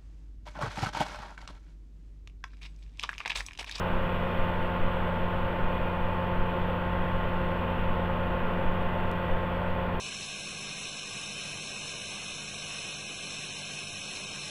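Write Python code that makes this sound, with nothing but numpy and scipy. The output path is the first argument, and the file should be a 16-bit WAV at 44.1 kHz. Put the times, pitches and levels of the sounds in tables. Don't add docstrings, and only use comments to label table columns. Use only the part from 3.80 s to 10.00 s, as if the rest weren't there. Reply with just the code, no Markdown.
import sys
import numpy as np
from scipy import signal
from scipy.fft import rfft, irfft
from scipy.io import wavfile
from scipy.ndimage import uniform_filter1d

SR = 44100
rng = np.random.default_rng(int(sys.argv[2]) if len(sys.argv) > 2 else 0)


def materialize(psi):
    bounded = np.clip(np.atleast_2d(psi).T, -1, 1)
    quanta = np.round(bounded * 32767).astype(np.int16)
    wavfile.write(sys.argv[1], SR, quanta)


N = 273411
T = np.arange(N) / SR
SHAFT_HZ = 30.0
CAMERA_HZ = 16000
# start_s, step_db
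STREAM_SKIP = (5.3152, -29)


def gain_of(db):
    return 10 ** (np.asarray(db) / 20)


def evened(x):
    return x / np.sqrt(np.mean(x ** 2) + 1e-20)


def read(points, hz):
    f, value = np.transpose(points)
    return np.interp(np.log(hz + 1), np.log(f + 1), value)


def curve(rows, axis):
    rows = np.array(rows)
    return np.interp(T, rows[:, 0], rows[:, axis])


def drift(top_hz):
    t = T[::64]
    slow = np.zeros(len(t))
    for f in np.geomspace(.2, top_hz, num=20):
        slow += np.sin(2 * np.pi * (f * t + rng.random())) / np.sqrt(f)
    return np.interp(T, t, evened(slow))


def hum(base_hz, orders, unsteady, waver_db):
    speed_hz = base_hz * (1 + unsteady * drift(2.913))
    turns = np.cumsum(speed_hz) / SR
    total = np.zeros(N)
    for order, level_db in orders:
        wavering_db = level_db + waver_db * np.sqrt(order) * drift(8)
        sine = np.sin(2 * np.pi * (order * turns + rng.random()))
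        total += np.sqrt(2) * gain_of(wavering_db) * sine
    return total


def wind():
    breeze_db, gusty_db = -38, 2.0
    # freq_hz, density_db (per Hz)
    buffet = [(1, -4), (5, 0.5), (20, 0.5), (27, -21.5), (40, -34.5)]
    hz = np.fft.rfftfreq(N, 1 / SR)
    shape = gain_of(read(buffet, hz)) * (hz < buffet[-1][0])
    lumps = irfft(rfft(rng.standard_normal(N)) * shape, N)
    return gain_of(breeze_db + gusty_db * drift(3.3)) * evened(lumps)


def tugs():
    half_width_s, vent_hz, vent_damping = .014, 5.5, .8
    # trough_s, depth_db
    eddies = [(0.139, -22), (0.23, -28), (0.34, -28), (0.602, -24.5), (0.748, -29), (0.835, -28.5),
              (1.03, -19.5), (1.217, -27.5), (1.415, -28.5), (1.605, -30), (1.834, -19.5), (2.022, -26),
              (2.221, -27), (2.592, -21.5), (2.64, -29), (2.823, -28.5), (3.204, -26), (3.347, -25.5),
              (3.435, -28.5), (3.541, -28), (3.999, -29), (4.1, -22), (4.43, -29), (4.618, -27.5),
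              (4.858, -22.5), (5.04, -27), (5.235, -29), (5.521, -22), (5.89, -29.5)]
    t = np.arange(-.05, .4, 1 / SR)
    w = 2 * np.pi * vent_hz
    vent = signal.bilinear([1, 0, 0], [1, 2 * vent_damping * w, w * w], SR)
    suction = -np.exp(-(t / half_width_s) ** 2)
    tug = signal.lfilter(*vent, suction)
    starts = np.zeros(N)
    for trough_s, depth_db in eddies:
        starts[round(trough_s * SR) - tug.argmin()] = gain_of(depth_db)
    return signal.oaconvolve(starts, tug / -tug.min())[:N]


def colour_db(hz):
    # freq_hz, density_db (per Hz)
    fans_exhaust = [(24, -4.5), (43, 2.5), (80, -7), (130, -5.5), (200, -10.5), (290, -12.5), (450, -11.5),
                    (1000, -11), (1700, -17), (3000, -24), (3600, -33), (4300, -48), (6500, -63),
                    (8000, -54.5)]
    # centre_hz, width_hz, level_db
    casing = [(536, 100, 4.5), (754, 45, -7.5), (1450, 370, -0.5), (2114, 330, -4), (32, 6.9, -5.5),
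              (110, 11, -3.5), (1925, 72, 3), (588, 19, 1.5), (3410, 120, 2), (3780, 110, -1.5),
              (272, 18, -4), (1276, 60, -1.5), (1666, 55, -2), (4360, 120, 5), (6590, 440, -6.5)]
    level_db = read(fans_exhaust, hz)
    for centre_hz, width_hz, bump_db in casing:
        level_db = level_db + bump_db * np.exp(-((hz - centre_hz) / width_hz) ** 2)
    heard = (hz > 20) & (hz < CAMERA_HZ / 2)
    return np.where(heard, level_db, -200)


def roar(patchy_db=.5):
    # (per octave, from 1 to 4 kHz)
    running = [(0, -32.5, 1), (.8, -33, 0.8), (2.2, -33.5, 0.34), (3.5, -33.5, 0.6), (4.8, -33, 0),
               (5.4, -34, 1), (6.2, -34.5, 0.5)]
    frames, hz = N // 2048 + 5, np.fft.rfftfreq(8192, 1 / SR)
    a, b, patches = rng.standard_normal((frames, len(hz), 3)).T
    patches = uniform_filter1d(patches, 80, axis=0)
    patches = evened(uniform_filter1d(patches, size=3, axis=1))
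    frame_at = np.minimum(np.arange(frames) * 2048, N - 1)
    brightness = curve(running, axis=2)[frame_at]
    octaves = np.clip(np.log2(hz / 1000 + 1e-9), 0, 2)[:, None]
    shape_db = colour_db(hz)[:, None] + brightness * octaves + patchy_db * patches
    spectra = (a + 1j * b) * gain_of(shape_db)
    noise = signal.istft(spectra, nperseg=8192, noverlap=6144)[1][:N]
    return gain_of(curve(running, axis=1)) * evened(noise)


def slide():
    start_s, start_hz, hz_per_s = 3.5, 234, -6.0
    start_db, full_db, swell_s = -65, -48, 1.1
    skip_s, _ = STREAM_SKIP
    since = T - start_s
    level_db = start_db + (full_db - start_db) * np.clip(since / swell_s, 0, 1)
    turns = start_hz * since + hz_per_s * since ** 2 / 2
    sounding = (since > 0) * (T < skip_s)
    return np.sqrt(2) * gain_of(level_db) * sounding * np.sin(2 * np.pi * turns)


def other_tones():
    # pitch_hz, level_db (rms, before the waver)
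    steady = [(21.5, -43), (123.8, -57), (2013.3, -59)]
    return sum(hum(pitch_hz, [(1, db)], unsteady=.0003, waver_db=2.0) for pitch_hz, db in steady)


def pump():
    # multiple, level_db (rms, before load and waver)
    harmonics = [(1, -37), (2, -48.5), (3, -42), (4, -49), (5, -42.5), (6, -45.5), (8, -51.5), (9, -56),
                 (11, -64)]
    # time_s, level_db (added to all harmonics)
    load = [(0, 0), (2, 0.5), (4.3, 0.56), (4.9, 0.5), (6.2, -0.5)]
    song = hum(177.24, harmonics, unsteady=.0002, waver_db=.25)
    return gain_of(curve(load, axis=1)) * song


def clatter(level_db=-46, centre_hz=1800, width_hz=900):
    size = round(2 * SR / SHAFT_HZ)
    hz = np.fft.rfftfreq(size, 1 / SR)
    emphasis = 0.22 + np.exp(-((hz - centre_hz) / width_hz) ** 2)
    spectrum = rfft(rng.standard_normal(size)) * gain_of(colour_db(hz)) * emphasis
    rattle = irfft(spectrum, size)
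    return gain_of(level_db) * evened(np.resize(rattle, N))


def diesel():
    # shaft_order, level_db (rms, before the waver)
    shaft_orders = [(1.5, -46.5), (3, -37.5), (4.5, -60), (8, -46.5), (16, -55), (16.5, -50.5), (18, -49.5),
                    (27, -58), (33, -53), (48.5, -61.5), (58.5, -66.5), (65, -67), (82, -57)]
    return hum(SHAFT_HZ, shaft_orders, unsteady=.0001, waver_db=0.21) + clatter()


def scene():
    air = wind() + tugs()
    train = roar() + slide() + other_tones() + pump() + diesel()
    return (air + train)[None]


def record(dry):
    # freq_hz, gain_db
    mirror = [(8000, -2.5), (9500, -0.5), (12000, -19.5), (13000, -25), (14000, -34), (15000, -46),
              (15300, -55.5), (15700, -55)]
    skip_s, step_db = STREAM_SKIP
    hz = np.fft.rfftfreq(N, 1 / SR)
    mirrored = rfft(2 * dry * np.cos(2 * np.pi * CAMERA_HZ * T))
    leak = gain_of(read(mirror, hz)) * (hz > CAMERA_HZ / 2) * (hz < CAMERA_HZ)
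    after = np.maximum(T - skip_s, 0)
    jump = -gain_of(step_db) * np.exp(-after / .0005) * (T >= skip_s)
    played = dry + irfft(mirrored * leak, N) + jump
    band_limit = signal.firwin(1023, 15750, window=("kaiser", 9), fs=SR)
    return signal.oaconvolve(played, band_limit[None], "same")


dry = scene()
out = record(dry)
materialize(out)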